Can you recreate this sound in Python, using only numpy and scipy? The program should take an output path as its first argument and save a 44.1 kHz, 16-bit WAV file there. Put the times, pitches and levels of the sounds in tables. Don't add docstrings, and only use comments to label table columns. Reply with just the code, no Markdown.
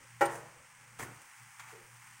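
import sys
import numpy as np
from scipy import signal
from scipy.fft import rfft, irfft
from scipy.io import wavfile

SR = 44100
rng = np.random.default_rng(int(sys.argv[2]) if len(sys.argv) > 2 else 0)


def to_wav(sig):
    pcm = np.clip(np.atleast_2d(sig), -1, 1) * 32767
    pcm = np.round(pcm).astype(np.int16)
    wavfile.write(sys.argv[1], SR, pcm.T)


N = 97020


def undb(db):
    return 10 ** (np.asarray(db) / 20)


def unit(x):
    return x / np.sqrt(np.mean(x ** 2))


def since(start):
    return np.maximum(np.arange(N) / SR - start, 0)


def curve(rows):
    return undb(np.interp(since(0), *np.array(rows).T))


def envelope(start, rise, hold, t60):
    t = since(start)
    decay = np.exp(-np.log(1000) * np.maximum(t - rise - hold, 0) / t60)
    return np.minimum(t / rise, 1) * decay


def colour(x, points):
    hz, db = np.array(points).T
    bins = np.maximum(np.fft.rfftfreq(N, 1 / SR), 1)
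    gain = undb(np.interp(np.log(bins), np.log(hz), db))
    return unit(irfft(rfft(x) * gain, N))


def noise():
    return rng.standard_normal(N)


def grains(per_s, scatter_db):
    size = undb(scatter_db * np.minimum(rng.exponential(size=N), 5))
    fires = rng.random(N) < per_s / SR
    return unit(fires * size * np.sign(noise()))


def ring(modes, start, rise, hold=0):
    return sum(undb(db) * np.sin(2 * np.pi * hz * since(start)) * envelope(start, rise, hold, t60)
               for hz, db, t60 in modes)


def kitchen(x, wet_db):
    damping_hz = 2500
    tail = signal.sosfilt(signal.butter(1, damping_hz, fs=SR, output="sos"), noise())
    tail *= envelope(0, rise=0.029, hold=0, t60=0.64)
    return x + undb(wet_db) * signal.fftconvolve(x, tail / np.linalg.norm(tail))[:N]


def sizzle():
    # t/s, level/dB
    ride = [(0, -55), (.18, -56), (.5, -56.5), (.75, -56.5), (.96, -56.5), (1.15, -55.5), (1.33, -55),
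            (1.45, -55), (1.75, -55), (1.9, -56.5), (2.07, -54), (2.2, -54.5)]
    # f/Hz, level/dB
    bed_eq = [(200, -27), (480, -27), (640, -23.5), (820, -0.5), (1300, -0.5), (2100, 1.5), (3000, -7),
              (3900, -16.5), (6000, -7), (7600, -9), (8600, -3.5), (10200, -15), (13800, -24.5),
              (15400, -16)]
    fizz_eq = [(6000, -19), (10500, 0), (13500, -5), (15400, 0)]
    pops = kitchen(grains(per_s=4000, scatter_db=2.5), wet_db=-13.5)
    steam = undb(-1.5) * noise()
    bed = undb(-2) * curve(ride) * colour(pops + steam, bed_eq)
    fade_in = np.minimum(since(1.0) / 0.28, 1)
    return bed + undb(-76) * fade_in * colour(pops, fizz_eq)


def appliance_hum():
    # t/s, level/dB
    ride = [(0, -75), (.15, -63), (.45, -60.5), (.62, -75), (.9, -66.5), (1.17, -59.5), (1.24, -96),
            (1.33, -92), (1.42, -64), (1.54, -74.5), (1.62, -65.5), (2.2, -68.5)]
    # f/Hz, level/dB
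    rumble_eq = [(25, -14), (50, -17), (75, -6), (110, -4.5), (150, 2), (230, -9.5), (400, -21.5),
                 (700, -19), (2000, -28)]
    hum_hz, waver_db = 118.4, 3
    waver = colour(noise(), [(6, 0), (40, -60), (200, -120)])
    tone = np.sqrt(2) * np.sin(2 * np.pi * hum_hz * since(0)) * undb(waver_db * waver)
    rumble = undb(-3) * colour(noise(), rumble_eq)
    return curve(ride) * (tone + rumble)


def blade_drags():
    # t/s, level/dB, rise/s, hold/s, t60/s
    strokes = [(0, -65.5, 0.0026, 0.049, 0.14), (0.554, -65.5, 0.013, 0.029, 0.34),
               (0.724, -74, 0.069, 0.2, .3), (1.177, -75, 0.015, 0.053, 0.22),
               (1.794, -67.5, 0.022, 0.035, 0.37)]
    # f/Hz, level/dB
    rub_eq = [(250, -8), (430, -14), (505, -1), (560, -2.5), (640, -18), (1200, -42)]
    pressure = sum(undb(db) * envelope(start, rise, hold, t60) for start, db, rise, hold, t60 in strokes)
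    return pressure * colour(noise(), rub_eq)


def pan_knock():
    # t/s, level/dB
    hits = [(0.2088, -22.5)]
    # f/Hz, level/dB, t60/s, after-ring level/dB
    pan_modes = [(342, -10, .25, -20), (389, -15, .2, -23), (453, -13, .13, -24), (560, -3, .14, -17),
                 (814, 1, .14, -23), (876, -13, .16, -28), (938, -16, .22, -19), (1085, -21, .16, -32),
                 (1356, -5.5, .16, -29), (1500, -11.5, .13, -32), (1885, -10.5, .14, -32),
                 (1990, -21, .16, -30), (2296, -16.5, .14, -34), (2855, -24, .18, -44)]
    # f/Hz, level/dB
    clatter_eq = [(30, -36), (70, -25), (130, -9), (230, -13), (380, 0), (650, 0.5), (900, -1.5),
                  (1900, -5.5), (2700, -14), (3900, -25.5), (6000, -20), (8700, -22), (12000, -29.5),
                  (16000, -28)]
    after_ring_t60_s = 0.48
    struck = [(hz, db, t60) for hz, db, t60, _ in pan_modes]
    after_ring = [(hz, db, after_ring_t60_s) for hz, _, _, db in pan_modes]
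    clatter = undb(-7.5) * colour(noise(), clatter_eq)
    out = 0
    for start, db in hits:
        iron = ring(struck + after_ring, start, rise=0.009, hold=0.007)
        wood = clatter * envelope(start, rise=0.00055, hold=0.013, t60=0.15)
        out += undb(db) * (kitchen(iron, wet_db=-29.5) + kitchen(wood, wet_db=-10.5))
    return out


def stove_boom():
    # t/s, f/Hz, level/dB, t60/s
    booms = [(0.214, 142.4, -48, 0.93), (1.005, 143, -48, 0.44)]
    return sum(ring([(hz, db, t60)], start, rise=0.018) for start, hz, db, t60 in booms)


def burner_tick():
    # t/s, level/dB, rise/s
    slips = [(0.251, -34.5, 0.0067)]
    # f/Hz, level/dB, t60/s
    ping_modes = [(8740, -1.5, .04), (8880, -11.5, 0.1), (7400, -17, 0.05), (12650, -19, 0.044)]
    bright_noise = undb(-7) * colour(noise(), [(1500, -6), (3500, 3), (9000, 1), (15000, -4)])
    out = 0
    for start, db, rise in slips:
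        crack = bright_noise * envelope(start + rise, rise=0.0018, hold=0, t60=0.047)
        out += undb(db) * (ring(ping_modes, start, rise) + crack)
    return kitchen(out, wet_db=-12)


def rice_chops():
    # t/s, level/dB, rise/s, hold/s, t60/s, crisp share (0-1)
    cuts = [(0.277, -51.5, 0.042, 0.04, 0.22, 0.85), (0.873, -56.5, 0.0017, 0.0026, 0.054, .1),
            (0.9861, -42.5, 0.0072, 0.016, 0.17, 0.31), (1.022, -51, 0.0056, 0.0083, 0.058, 0.94),
            (1.215, -54.5, 0.0031, 0.006, 0.017, 0.63), (1.304, -65, 0.0091, 0.021, .06, 0.01),
            (1.594, -45.5, .002, 0.01, 0.089, 0.01), (1.654, -55.5, 0.028, 0.033, 0.16, .05)]
    # f/Hz, level/dB
    moist_eq = [(200, -47), (560, -21), (760, 0), (2000, -1.5), (3000, -10), (4200, -18.5), (6500, -12),
                (8700, -14), (11500, -22.5), (15500, -23)]
    crisp_eq = [(1500, 2), (4000, -11.5), (6500, 1), (8700, 4.5), (10500, -2), (13000, -12), (15500, -4.5)]
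    moist, crisp = (colour(grains(per_s=8000, scatter_db=3.5), eq) for eq in (moist_eq, crisp_eq))
    out = 0
    for start, db, rise, hold, t60, share in cuts:
        crunch = np.sqrt(1 - share) * moist + np.sqrt(share) * crisp
        out += undb(db) * envelope(start, rise, hold, t60) * crunch
    return kitchen(out, wet_db=-10)


def rice_thuds():
    # t/s, level/dB, t60/s
    pushes = [(0.995, -46, 0.11), (1.012, -47, 0.47), (1.048, -52, 0.058)]
    # f/Hz, level/dB
    thud_eq = [(30, -29), (80, -10), (130, -1), (200, -10.5), (320, -6), (430, -9.5), (650, -16),
               (1000, -31), (3000, -35.5)]
    force = sum(undb(db) * envelope(start, rise=0.0015, hold=0, t60=t60) for start, db, t60 in pushes)
    return force * colour(noise(), thud_eq)


def blade_taps():
    # t/s, level/dB
    taps = [(0.996, -47), (1.0275, -40), (1.595, -55.5)]
    # f/Hz, level/dB, t60/s
    blade_modes = [(860, -5.5, 0.046), (1090, -5, 0.1), (1445, -13, 0.25), (1780, -4, 0.088),
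                   (1913, -0.5, 0.062), (2090, 0, 0.057)]
    wood = sum(undb(db) * ring(blade_modes, start, rise=0.00083) for start, db in taps)
    return kitchen(wood, wet_db=-29)


def bottom_bump():
    # t/s, level/dB
    bumps = [(1.721, -51.5)]
    # f/Hz, level/dB, t60/s
    hollow_modes = [(357, -12, 0.6), (367, -12, 0.19), (436, -11, 0.37), (456.7, -1, 0.33)]
    # f/Hz, level/dB
    scuff_eq = [(150, -28), (290, -29), (360, 6), (470, -7), (560, -6), (1000, -33)]
    rise_s = 0.013
    scuff_noise = undb(-5) * colour(noise(), scuff_eq)
    out = 0
    for start, db in bumps:
        scuff = scuff_noise * envelope(start, rise_s, hold=0, t60=0.31)
        out += undb(db) * (ring(hollow_modes, start, rise_s) + scuff)
    return out


def scene():
    bed = sizzle() + appliance_hum()
    pan = blade_drags() + pan_knock() + stove_boom() + burner_tick()
    turning = rice_chops() + rice_thuds() + blade_taps() + bottom_bump()
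    return (bed + pan + turning)[None]


def record(dry):
    cutoff_hz = 15800
    return signal.sosfilt(signal.ellip(10, 0.2, 70, cutoff_hz, fs=SR, output="sos"), dry)


dry = scene()
out = record(dry)
to_wav(out)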